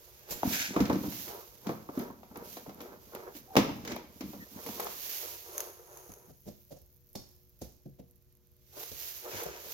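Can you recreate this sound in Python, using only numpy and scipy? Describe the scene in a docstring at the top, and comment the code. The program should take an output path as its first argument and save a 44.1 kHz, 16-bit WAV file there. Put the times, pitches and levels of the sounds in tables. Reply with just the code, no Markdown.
"""Wheel-well liner pulled about by hand

A plastic wheel-well liner knocks against the wing as rings of the sheet, a denser clack and a crack of noise.
It judders, creaks and scrapes in stick-and-slip grains amid dull mid-range bursts; a work jacket swishes finely.
Fingers crackle on a phone's case, and steps thud, tap and crunch on a gritty floor among small metal clinks.
A short hall echo of decaying noise follows the blows and steps; air rumble and a faint machine hum lie below."""
import sys
import numpy as np
from scipy import signal
from scipy.fft import rfft, irfft
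from scipy.io import wavfile
from scipy.ndimage import uniform_filter1d

SR = 44100
rng = np.random.default_rng(int(sys.argv[2]) if len(sys.argv) > 2 else 0)


def materialize(psi):
    """Save the field psi as 16-bit PCM at rate SR to the path in sys.argv[1].

    A 1-D psi becomes a single channel; in a 2-D psi each row is a channel.
    """
    bounded = np.clip(np.atleast_2d(psi).T, -1, 1)
    quanta = np.round(bounded * 32767).astype(np.int16)
    wavfile.write(sys.argv[1], SR, quanta)


N = 429093
TIME = np.arange(N) / SR  # seconds
RING = TIME[:SR // 2]  # half a second, the span of every single blow
TOP_HZ = 16000  # nothing is heard above this
STROKE_DB = 20  # a sliding movement's rise and fall times span this many dB if its roundness is 1
SKEW_HZ = 219  # well below this the left port runs ahead of the right in phase
# a dull noise burst rises quickly, sags slightly, then falls
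BURST_RISE_DB_PER_S, BURST_SAG_DB_PER_S, BURST_FALL_DB_PER_S = 398, 32, 156.5

# All levels in the tables are relative: each layer trims its own.
# Blows of the liner. Each row: start in seconds, boom of the sheet in dB, clack in dB, crack in dB,
# share of the free ring time left by the hand from 0 to 1.
LINER_KNOCKS = [(0.432, -30.5, -19.5, -46, 0.05), (0.451, -21.5, -47, -59, 0.12),
                (0.706, -33.5, -44.5, -65, 0.08), (0.763, -20, -24, -38.5, .22),
                (0.803, -15, -33.5, -31.5, 0.28), (0.853, -41, -50, -35.5, 0.3),
                (0.897, -20, -23, -39, 0.3), (0.928, -22, -46, -39, 0.27), (0.956, -23.5, -54, -44, 0.26),
                (1.034, -30.5, -38, -46, 0.9), (1.121, -45, -50, -41, 0.4), (1.279, -54, -44, -43.5, 0),
                (1.668, -26.5, -37.5, -40, 0.18), (1.691, -26.5, -31, -44.5, 0.43),
                (1.889, -35, -36.5, -83, 0.23), (1.974, -24.5, -44.5, -52, .16),
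                (1.995, -30.5, -44, -44, 0.4), (2.101, -39, -44.5, -74, 0.28),
                (2.231, -60, -45, -57.5, 0.25), (2.313, -45.5, -51.5, -75, .25),
                (2.357, -48.5, -43, -48, 0.6), (2.568, -44, -39, -46, 0.2), (2.661, -54, -43, -65, .3),
                (2.679, -37.5, -55, -64, 0.17), (2.693, -48, -42, -50.5, .47), (2.804, -43, -43, -44, 0.55),
                (3.149, -39, -37.5, -44.5, 0.01), (3.35, -43.5, -55, -49, 0.62), (3.5552, -29, -21, -40, 0),
                (3.5655, -16.5, -17, -18, 0.48), (3.57, -27, -12, -30, 0.03),
                (3.691, -30.5, -38, -47, 0.35), (3.849, -42, -43.5, -40.5, 0.2), (3.875, -36, -47, -35, .6),
                (3.917, -33.5, -48, -36.5, .33), (3.963, -57.5, -33.5, -41.5, 0.1),
                (4.207, -33, -46, -40, 0.54), (4.237, -33, -53, -67, 0.16),
                (4.332, -44.5, -43.5, -56, 0.47), (4.662, -41.5, -39, -42.5, 0.8),
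                (4.689, -39, -38.5, -45, 0.08), (4.797, -67, -30, -36.5, 0.16),
                (4.868, -63, -32, -40.5, 0.09)]
# Modes of the plastic sheet. Each row: frequency in Hz, level in dB, free decay t60 in seconds.
LINER_MODES = [(115.5, -19.5, 0.93), (218.4, -17.5, 0.23), (307, -3.5, 0.17), (439.6, 6, 0.12),
               (450.8, -6, 0.44), (490, -28.5, 0.5), (646, -27.5, 0.17), (770, -30, 0.88),
               (861, -6.5, 0.096), (904, 1, 0.088), (950, -25, 0.59), (1020, -15.5, 0.95),
               (1140, -24.5, 0.38), (1520, -26.5, 0.51)]
# Straining of the bent sheet. Each row: strongest moment in seconds, level in dB, rise and fall in seconds.
LINER_JUDDERS = [(0.47, -34.5, 0.12, .3), (1.01, -37.5, 0.15, .29), (2.05, -52.5, 0.63, 0.12),
                 (2.38, -46.5, 0.23, 0.16), (2.82, -56, 0.68, 0.9), (3.62, -38.5, 0.087, .3),
                 (3.91, -46, 0.28, .23), (4.28, -43, .15, 0.53), (4.72, -49.5, 0.62, 0.39)]
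# Plastic creaks against the wing. Each row: start in seconds, length in seconds, pitch in Hz, level in dB.
LINER_CREAKS = [(3.474, 0.092, 760, -47.5), (4.396, 0.055, 1870, -48), (4.454, 0.045, 1930, -65)]
# Bursts of dull mid-range noise, 350 to 1300 Hz. Each row: start in seconds, length in seconds, level in dB.
DULL_NOISE_BURSTS = [(0.305, .04, -45), (0.44, .07, -41.5), (0.77, 0.071, -31.5), (0.9, .05, -34.5),
                     (1.29, .11, -41), (1.675, .045, -41), (1.98, .075, -38.5), (2.365, .075, -44.5),
                     (2.575, .025, -51.5), (2.8, .13, -44), (3.15, .14, -43.5), (3.57, .06, -35.5),
                     (3.87, .12, -41), (4.58, .2, -47), (4.8, .085, -37.5), (5.23, .13, -48),
                     (5.47, 0.094, -49), (5.564, 0.12, -41), (5.75, .16, -51.5), (5.93, .12, -49.5),
                     (6.1, .19, -54), (8.775, .06, -47.5), (9.26, .12, -40), (9.362, .13, -38.5),
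                     (9.523, .21, -47.5)]
# Dry scrapes. Each row: fastest moment in seconds, level in dB, rise and fall in seconds.
DRY_SCRAPES = [(0.535, -34.5, 0.031, .18), (0.62, -37, 0.19, 0.16), (3.91, -50.5, .08, .05),
               (9.37, -46.5, 0.15, 0.43)]
# Movements that swish the jacket. Each row: fastest moment in seconds, level in dB, rise and fall in seconds.
JACKET_SWISHES = [(0.32, -39.5, 0.035, 0.093), (0.54, -36.5, 0.16, 0.19), (0.8, -51.5, .1, 0.16),
                  (1.2, -44, 0.42, 0.35), (1.7, -57.5, 0.22, .25), (2.01, -54, 0.17, 0.12),
                  (2.53, -50, .19, 0.22), (2.83, -61, 0.12, 0.16), (3.12, -61, 0.27, 0.61),
                  (3.37, -51, 0.062, 0.057), (3.59, -54.5, 0.11, .4), (4.31, -55.5, 0.27, 0.37),
                  (4.72, -46.5, 0.33, 1), (5.14, -40, 0.4, 0.41), (5.61, -48.5, 0.21, 0.16),
                  (6.0, -66.5, .4, .4), (6.49, -65, 0.092, 0.29), (6.72, -70, 0.092, 0.22),
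                  (7.3, -74.5, 0.55, 0.54), (7.64, -57.5, .05, 0.076), (8.81, -45.5, 0.1, 0.18),
                  (9.06, -42, 0.28, 0.23), (9.4, -47, 0.49, 0.21), (9.72, -45, 0.24, .2)]
# Faint stirring of the cloth between swishes. Each row: time in seconds, level in dB.
CLOTH_STIR = [(0, -61.5), (2.1, -68.5), (2.9, -65), (6.0, -67), (6.5, -78.5), (8.6, -79.5), (9.73, -72.5)]
# Fingers shifting on the case. Each row: fastest moment in seconds, level in dB, rise and fall in seconds.
FINGER_SHIFTS = [(5.6, -47, .2, 0.23), (5.99, -54.5, .3, .45)]
# Clicks of the case under the fingers. Each row: start in seconds, peak level in dB.
CASE_CLICK_TIMES = [(5.5794, -18.5), (5.604, -19.5), (5.9721, -36), (6.1185, -37), (6.1375, -37)]
# Steps and bumps. Each row: start in seconds, time for the weight to come down in seconds,
# thud in dB, tap in dB, grit in dB.
FOOTSTEPS = [(6.091, .003, -38.5, -54, -48), (6.27, 0.037, -42.5, -56.5, -52),
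             (6.455, 0.034, -30.5, -45, -40.5), (6.702, 0.024, -38.5, -44, -44),
             (6.757, 0.014, -50, -54.5, -49.5), (7.150, 0.006, -30, -41.5, -29),
             (7.613, 0.0057, -29.5, -42, -32.5), (7.854, 0.0072, -32.5, -52, -65),
             (7.982, 0.019, -35.5, -49, -67.5), (8.764, 0.0073, -65, -48.5, -39),
             (8.915, 0.0026, -40.5, -52.5, -33.5), (9.329, 0.019, -35.5, -46.5, -52),
             (9.452, 0.011, -37, -34.5, -44), (9.661, 0.0027, -70, -52, -37)]
# Touches of small metal parts. Each row: start in seconds, level in dB, index of the part.
METAL_CLINKS = [(0.308, -34.5, 0), (0.313, -42, 0), (7.155, -46.5, 1)]
# Modes of the metal parts, one list a part. Each row: frequency in Hz, level in dB, decay t60 in seconds.
METAL_MODES = [
    [(5770, -21, 0.24), (7300, -3, 0.31), (12100, -2, 0.11), (13260, -7, 0.13)],
    [(3620, -10, 0.44), (3704, -7, 0.28), (4382, -1, 0.39), (4900, 1.5, 0.41), (5400, -5, 0.55),
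     (5470, -5, 0.5), (5550, -8, 0.37), (6385, -20, 0.28), (6700, -20, 0.2), (6800, -12.5, 0.26),
     (7200, -14, 0.4), (7470, -13.5, 0.13)],
]
# Sharp ticks of grit and stiff cloth. Each row: start in seconds, peak level in dB.
GRIT_CLOTH_TICKS = [(1.1214, -41), (1.992, -32), (2.3717, -33), (2.745, -39.5), (2.8155, -36),
                    (3.1492, -31.5), (3.9609, -33), (4.663, -30), (4.802, -23), (4.8443, -27.5),
                    (7.13, -42), (9.435, -24)]
# A fine, very high crackle during the steps. Each row: time in seconds, level in dB.
CRACKLE_LEVEL = [(5.9, -66), (6.4, -60.5), (7.4, -65.5), (8.0, -71), (8.3, -86)]
# Machine hum partials. Each row: frequency in Hz, level in dB about which it wavers.
MACHINE_HUM = [(91.5, -79), (129.2, -72.5), (360.7, -76), (479.1, -82.5), (602.9, -89)]

# Spectral colours follow. Each row: frequency in Hz, gain in dB.
# Deep body of the sheet, for knocks and judders; rows as above: Hz, dB.
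BOOM_COLOUR = [(40, -16), (80, -4), (130, -8), (210, 0), (300, -0.5), (380, -15.5), (600, -35),
               (1500, -78.5)]
# Dense middle modes of the sheet; rows: Hz, dB.
CLACK_COLOUR = [(150, -51.5), (330, -2.5), (480, 5.5), (850, 1.5), (1300, -4), (1800, -19), (4000, -32)]
# Bright contact of liner and wing; rows: Hz, dB.
CRACK_COLOUR = [(400, -40.5), (1200, -4.5), (1900, 2.5), (2300, 4), (2700, -0.5), (3500, -1), (6000, -2),
                (10000, -8.5), (16000, -7)]
# An open sheet radiates little deep bass.
SHEET_COLOUR = [(20, -25.5), (45, -16), (80, -13.5), (130, -4.5), (200, -4.0), (290, -2), (16000, -2.5)]
# Hollow mid-range noise; rows: Hz, dB.
DULL_NOISE_COLOUR = [(120, -56), (280, -11), (380, 5), (560, -0.5), (780, -7), (945, -4), (1100, -8.5),
                     (1270, -7.5), (1550, -12), (2100, -18.5), (5000, -59)]
# Dry scrape of the plastic; rows: Hz, dB.
SCRAPE_COLOUR = [(200, -56), (600, -7), (1200, -12.5), (1550, 4), (1850, 0), (2280, 3), (3000, -2.5),
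                 (4500, -5), (6300, -0.5), (9000, -4), (16000, -20.5)]
# Stiff jacket cloth; rows: Hz, dB.
CLOTH_COLOUR = [(150, -35), (400, -5), (1200, -12), (2300, -7.5), (4000, -6), (6000, -4), (10000, -2.5),
                (14000, 3), (16000, -3)]
# Snapping creases and sharp ticks; rows: Hz, dB.
SNAP_COLOUR = [(500, -42.5), (2000, -20.5), (5000, -14), (9000, 2), (13000, 10), (16000, -6.5)]
# Phone case under the fingers; rows: Hz, dB.
CASE_COLOUR = [(300, -30), (1000, -8), (1750, -8), (2600, -8), (3600, -16), (5200, -10.5), (6550, 6.5),
               (7600, -8), (10500, 7), (16000, -5.5)]
# Sole on the floor: the soft thud, then the firmer tap.
THUD_COLOUR = [(30, -26.5), (70, -7.5), (170, -5.0), (280, -8.5), (450, -16.5), (1200, -71)]
TAP_COLOUR = [(150, -18.5), (380, 0), (540, 13.0), (750, -1.5), (1100, -23.5), (3000, -24)]
# Crunch of grit and rattle of metal; rows: Hz, dB.
GRIT_COLOUR = [(500, 12), (1500, -8), (2700, -9), (4000, -2.5), (5500, 2.5), (10000, 3.5), (16000, -4)]
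# Thin fizz at the very top.
FIZZ_COLOUR = [(3000, -32), (5500, -10), (9000, -17), (12500, 3), (16000, 2.5)]
# Air of the workshop; rows: Hz, dB.
AIR_COLOUR = [(20, -8.5), (60, 9.5), (90, 4), (130, -3.5), (200, -5), (280, -14.5), (420, -19.5),
              (700, -27), (1200, -30), (3000, -36.5), (6000, -34.5), (16000, -27.5)]
# Echo of the hall, in its shared bass and its separate treble.
HALL_BASS = [(50, 6.0), (300, -5.0), (700, -8), (2000, -25.5)]
HALL_TREBLE = [(200, -21), (700, -5), (2500, -1), (6000, -4.0), (14000, -21.5)]
# Response of the microphone ports; rows: Hz, dB.
PORT_COLOUR = [(20, -2.5), (5000, 1), (6500, 1.5), (8400, -13), (10500, -5), (13000, 0.5), (16000, -3)]


def knocks():
    """Each blow rings the sheet's low modes, a clack of dense higher ones and a crack at the contact."""
    out = np.zeros((2, N))
    low_modes = [mode for mode in LINER_MODES if mode[0] < 370]
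    high_modes = [mode for mode in LINER_MODES if mode[0] >= 370]
    for s, boom_db, clack_db, crack_db, free in LINER_KNOCKS:
        boom_tone = ring(low_modes, free, detune=0.015, scatter_db=2)
        boom_noise = colour(ports(len(RING), 1.0) * fade(0.35 * free), BOOM_COLOUR)
        boom = (peak(boom_tone, 0) + peak(boom_noise, 0)) * press(0.0025, 20)

        clack_tone = ring(high_modes, 1.2 * free, detune=0.012, scatter_db=3)
        clack_noise = colour(ports(len(RING), 0.76) * fade(0.25 * free), CLACK_COLOUR)
        clack = peak(clack_tone, -6.4) + peak(clack_noise, 0.55)

        # the crack is over at once, then the edge buzzes briefly
        crack_shape = press(0.0015, 0.015) + undb(-6.5) * press(0.0039, 0.18)
        # a blunt blow, more clack than crack, loses its top
        top_db = np.clip(crack_db - clack_db + 10.5, -16, 0)
        blunted = [(hz, db + np.interp(hz, [2000, 6000], [0, top_db])) for hz, db in CRACK_COLOUR]
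        crack = colour(ports(len(RING), 0.2) * crack_shape, blunted)

        add(out, s, peak(boom, boom_db + 0.5))
        add(out, s, peak(clack, clack_db + 0.5))
        add(out, s, peak(crack, crack_db + 0.5, size=130))
    return colour(wheel_well(out), SHEET_COLOUR)


def wheel_well(x, round_hz=118.77, keep=0.17, count=3):
    """The middle range bounces between liner and tyre, weaker and narrower in band on every round trip."""
    out, echo = x, x
    band = signal.butter(1, [330, 1800], "band", fs=SR, output="sos")
    for _ in range(count):
        echo = keep * signal.sosfiltfilt(band, echo)
        echo = np.pad(echo, ((0, 0), (int(SR / round_hz), 0)))[:, :N]
        out = out + echo
    return out


def judder():
    """The straining sheet slips in small jerks that ring its modes."""
    jerks = slips(rate=150, spread_db=3.5, likeness=1.0)
    sheet = ring(LINER_MODES, damping=0.25, detune=0.01, scatter_db=2)
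    rung = unit(signal.oaconvolve(jerks, sheet[None], axes=1)[:, :N])
    bumps = unit(colour(jerks, BOOM_COLOUR))
    body = unit(colour(rung + 0.37 * bumps, BOOM_COLOUR))
    return body * strokes(LINER_JUDDERS, roundness=1.05) * undb(-1.5)


def creaks():
    """Stick and slip lock briefly into a rough, broken tone."""
    out = np.zeros((2, N))
    for s, length, hz, db in LINER_CREAKS:
        pitch_hz = hz * (1 + 0.05 * walk(700)[:len(RING)])
        roughness = undb(4 * walk(150)[:len(RING)])
        arch = np.sin(np.pi * np.clip(RING / length, 0, 1))
        tone = np.sin(2 * np.pi * np.cumsum(pitch_hz) / SR)
        add(out, s, undb(db) * arch * roughness * tone)
    return out


def dull_noise_and_scrape(bed_db=-61, bed_end_s=5.2):
    """Dense grains make hollow mid-range noise, with a faint bed fading out near 5.2 s; finer ones a dry scrape."""
    dull_grains = colour(grains(rate=2500, spread_db=2.5, likeness=0.65), DULL_NOISE_COLOUR)
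    # short repeats make it hollow
    dull_noise = unit(wheel_well(dull_grains, keep=0.5))
    bed = undb(bed_db) * np.clip((bed_end_s - TIME) * 10, 0, 1)
    dull_gain = np.hypot(burst_gain(), bed) * undb(-3 + 1.6 * walk(35))

    scrape = unit(colour(grains(rate=12000, spread_db=2, likeness=0.4), SCRAPE_COLOUR))
    scrape_gain = strokes(DRY_SCRAPES, roundness=0.71) * undb(5.0 + 1.1 * walk(70))
    return dull_noise * dull_gain + scrape * scrape_gain


def burst_gain():
    """Gain of the dull noise bursts: quick rise, slight sag, fall."""
    power = 0
    for s, length, db in DULL_NOISE_BURSTS:
        since = TIME - s
        rise = BURST_RISE_DB_PER_S * np.maximum(-since, 0)
        sag = BURST_SAG_DB_PER_S * np.maximum(since, 0)
        fall = BURST_FALL_DB_PER_S * np.maximum(since - length, 0)
        power = power + undb(db - np.minimum(rise + sag + fall, 100)) ** 2
    return np.sqrt(power)


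def jacket(pan_db=-5, crease_db=-74):
    """Countless threads of stiff cloth flick over each other, a little to the right; creases crackle faintly."""
    threads = unit(colour(grains(rate=14000, spread_db=-4.0, likeness=0.072), CLOTH_COLOUR))
    creases = unit(colour(grains(rate=70, spread_db=4, likeness=0.5), SNAP_COLOUR))
    movement = np.hypot(strokes(JACKET_SWISHES, roundness=1.154), swell(CLOTH_STIR))
    swish = threads * movement * undb(5.0 + 1.1 * walk(60))
    return pan(swish + creases * undb(crease_db), pan_db)


def handling():
    """Fingers creep over the phone's case, which colours both their crackle and its own clicks."""
    creep = unit(colour(grains(rate=3900, spread_db=2.5, likeness=0.37), CASE_COLOUR))
    return creep * strokes(FINGER_SHIFTS, roundness=1.4) + ticks(CASE_CLICK_TIMES, CASE_COLOUR)


def steps(grit_pan_db=-5):
    """A soft thud and tap as the sole rolls down, with grit crunching on the concrete."""
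    out = np.zeros((2, N))
    for s, roll, thud_db, tap_db, grit_db in FOOTSTEPS:
        thud = colour(ports(len(RING), 0.9) * press(roll, 0.1), THUD_COLOUR)
        tap = colour(ports(len(RING), 0.25) * press(roll, 0.041), TAP_COLOUR)
        crunch = press(roll, 0.063) + undb(-9.5) * press(roll, 0.6)
        grit = colour(ports(len(RING), 0.19) * crunch, GRIT_COLOUR)
        add(out, s, peak(thud, thud_db - 9.0))
        add(out, s, peak(tap, tap_db - 0.6))
        add(out, s, pan(peak(grit, grit_db - 10.5, size=130), grit_pan_db))
    return out


def clinks():
    """Small metal parts touch with a brief rattle and ring on in clusters of close modes."""
    out = np.zeros((2, N))
    for s, db, part in METAL_CLINKS:
        # three slightly detuned copies of each mode, drawn afresh for each port
        cluster = METAL_MODES[part] * 3
        tone = np.array([ring(cluster, damping=0.9, detune=0.009, scatter_db=2) for _ in range(2)])
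        rattle = colour(ports(len(RING), 0.27) * fade(0.14), GRIT_COLOUR)
        add(out, s, peak(tone, db) + peak(rattle, db - 3))
    return out


def ticks(table, spectrum):
    """Very short clicks of noise with a weak tail, in the given colour."""
    out = np.zeros((2, N))
    for s, db in table:
        shape = press(0.00018, 0.0082) + undb(-17) * fade(0.055)
        click = colour(ports(len(RING), 0.25) * shape, spectrum)
        add(out, s, click * undb(db + 2.5) / np.abs(click).max())
    return out


def crackle(rate=700, spread_db=4):
    """Tiny dry ticks at the very top, dense enough to run together into a thin fizz."""
    fizz = unit(colour(grains(rate, spread_db, likeness=0.25), FIZZ_COLOUR))
    return fizz * swell(CRACKLE_LEVEL)


def workshop():
    """Low air rumble as coloured noise, and the hum of a machine as sines wavering in level and phase."""
    air = unit(colour(ports(N, 0.75), AIR_COLOUR)) * undb(-63.5 + 0.55 * walk(2.5))
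    hum = 0
    for hz, db in MACHINE_HUM:
        level = np.sqrt(2) * undb(db + 3.0 * walk(6.7))
        hum = hum + level * np.sin(2 * np.pi * hz * TIME + 0.5 * walk(27))
    return air + hum


def hall(x, t60, wet_db, build=0.0061):
    """Diffuse echo of the workshop as decaying noise; the bass arrives alike at both ports."""
    bass = colour(ports(len(RING), 1.0), HALL_BASS)
    treble = colour(ports(len(RING), 0.1), HALL_TREBLE)
    shape = fade(t60) * (1 - np.exp(-RING / build))
    echo = (bass + treble) * shape * undb(wet_db) / np.sqrt(np.sum(shape ** 2))
    return x + signal.oaconvolve(x, echo, axes=1)[:, :N]


def grains(rate, spread_db, likeness):
    """Tiny grains of noise at random moments, `rate` a second, of uneven size."""
    released = rng.random(N) < rate / SR
    size = np.minimum(rng.standard_exponential(N), 4)
    return unit(released * undb(spread_db * size) * ports(N, likeness))


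def slips(rate, spread_db, likeness):
    """Stick and slip: each grain is a tiny release."""
    return grains(rate, spread_db, likeness)


def ring(modes, damping, detune, scatter_db):
    """Modes struck at a random place; bending shifts their pitch a little."""
    out = 0
    for hz, db, t60 in modes:
        place, bend = rng.standard_normal(2)
        tone = np.sin(2 * np.pi * hz * (1 + detune * bend) * RING)
        out = out + undb(db + scatter_db * place) * fade(t60 * damping) * tone
    return out


def strokes(table, roundness):
    """Gain of overlapping sliding movements, each rising to its peak and falling; 1 is a sharp peak."""
    power = 0
    for s, db, rise, fall in table:
        away = np.maximum((s - TIME) / rise, (TIME - s) / fall)
        near = away < 4
        gain = np.zeros(N)
        gain[near] = undb(db - STROKE_DB * away[near] ** roundness)
        power = power + gain ** 2
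    return np.sqrt(power)


def press(roll, t60):
    """Builds up while the weight comes down, then decays."""
    build = np.minimum(RING / max(roll, 0.001), 1)
    return build * np.exp(-np.log(1000) * np.maximum(RING - roll, 0) / t60)


def fade(t60):
    """Exponential decay by 60 dB in t60 seconds, never shorter than 2 ms."""
    return np.exp(-np.log(1000) * RING / max(t60, 0.002))


def walk(rate):
    """Slow chance with a spread near 1, a new value `rate` times a second joined by straight lines."""
    knots = rng.standard_normal(2000)
    return np.interp(TIME * rate, np.arange(len(knots)), knots)


def ports(length, likeness):
    """Noise at the two microphone ports, partly shared: likeness 1 is the same at both."""
    shared = rng.standard_normal(length)
    separate = rng.standard_normal((2, length))
    return np.sqrt(likeness) * shared + np.sqrt(1 - likeness) * separate


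def colour(x, points, size=2048):
    """Causal minimum-phase filter with the given (Hz, dB) response, by folding its cepstrum."""
    hz, db = np.transpose(points)
    grid = np.maximum(np.fft.rfftfreq(size, 1 / SR), 1)
    cepstrum = irfft(np.log(undb(np.interp(np.log(grid), np.log(hz), db))))
    cepstrum[1:size // 2] *= 2
    cepstrum[size // 2 + 1:] = 0
    response = irfft(np.exp(rfft(cepstrum)))
    return signal.oaconvolve(x, response[None], axes=1)[:, :x.shape[1]]


def undb(db):
    """Decibels to gain."""
    return 10 ** (np.asarray(db) / 20)


def unit(x):
    """Scale to rms 1."""
    return x / np.sqrt(np.mean(x ** 2))


def peak(x, db, size=300):
    """Scale a blow so that its loudest stretch of `size` samples has this rms level."""
    power = np.mean(np.atleast_2d(x) ** 2, axis=0)
    return x * undb(db) / np.sqrt(uniform_filter1d(power, size).max())


def swell(curve):
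    """Gain over time from rows of seconds and dB; as good as silent outside them."""
    return undb(np.interp(TIME, *np.transpose(curve), left=-200, right=-200))


def add(track, s, sound):
    """Mix a sound in at time s."""
    start = int(s * SR)
    track[:, start:start + sound.shape[-1]] += sound[..., :N - start]


def pan(x, db):
    """Left louder than right by this many dB."""
    return x * undb(np.array([[db], [-db]]) / 2)


def lag(x, seconds):
    """The sound reaches the left port a moment after the right."""
    late_left = np.pad(x[0], (int(seconds * SR), 0))[:N]
    return np.array([late_left, x[1]])


def skew(x):
    """The two ports differ in the bass, where their phases part by up to a quarter cycle."""
    size = 2 ** 19
    turn = np.arctan2(SKEW_HZ, np.fft.rfftfreq(size, 1 / SR))
    return irfft(rfft(x, size) * np.exp(0.5j * np.array([turn, -turn])))[:, :N]


def scene():
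    """Blows and steps echo through the hall; dull noise, scrapes, cloth, fingers and hum fill the gaps."""
    blows = hall(knocks(), t60=0.54, wet_db=-4.5)
    liner = blows + judder() + creaks() + pan(dull_noise_and_scrape(), db=-0.5)
    floor = hall(steps() + clinks() + ticks(GRIT_CLOTH_TICKS, SNAP_COLOUR), t60=0.34, wet_db=-4.5)
    worker = lag(liner, 0.00025) + lag(jacket(), 0.0004)
    return worker + pan(handling(), db=-0.5) + floor + crackle() + workshop()


def record(dry):
    """The phone's ports skew the bass and hollow out the upper treble, and the top is cut."""
    heard = skew(colour(dry, PORT_COLOUR))
    top_cut = signal.ellip(10, 0.2, 70, TOP_HZ, fs=SR, output="sos")
    return signal.sosfilt(top_cut, heard)


dry = scene()
out = record(dry)
materialize(out)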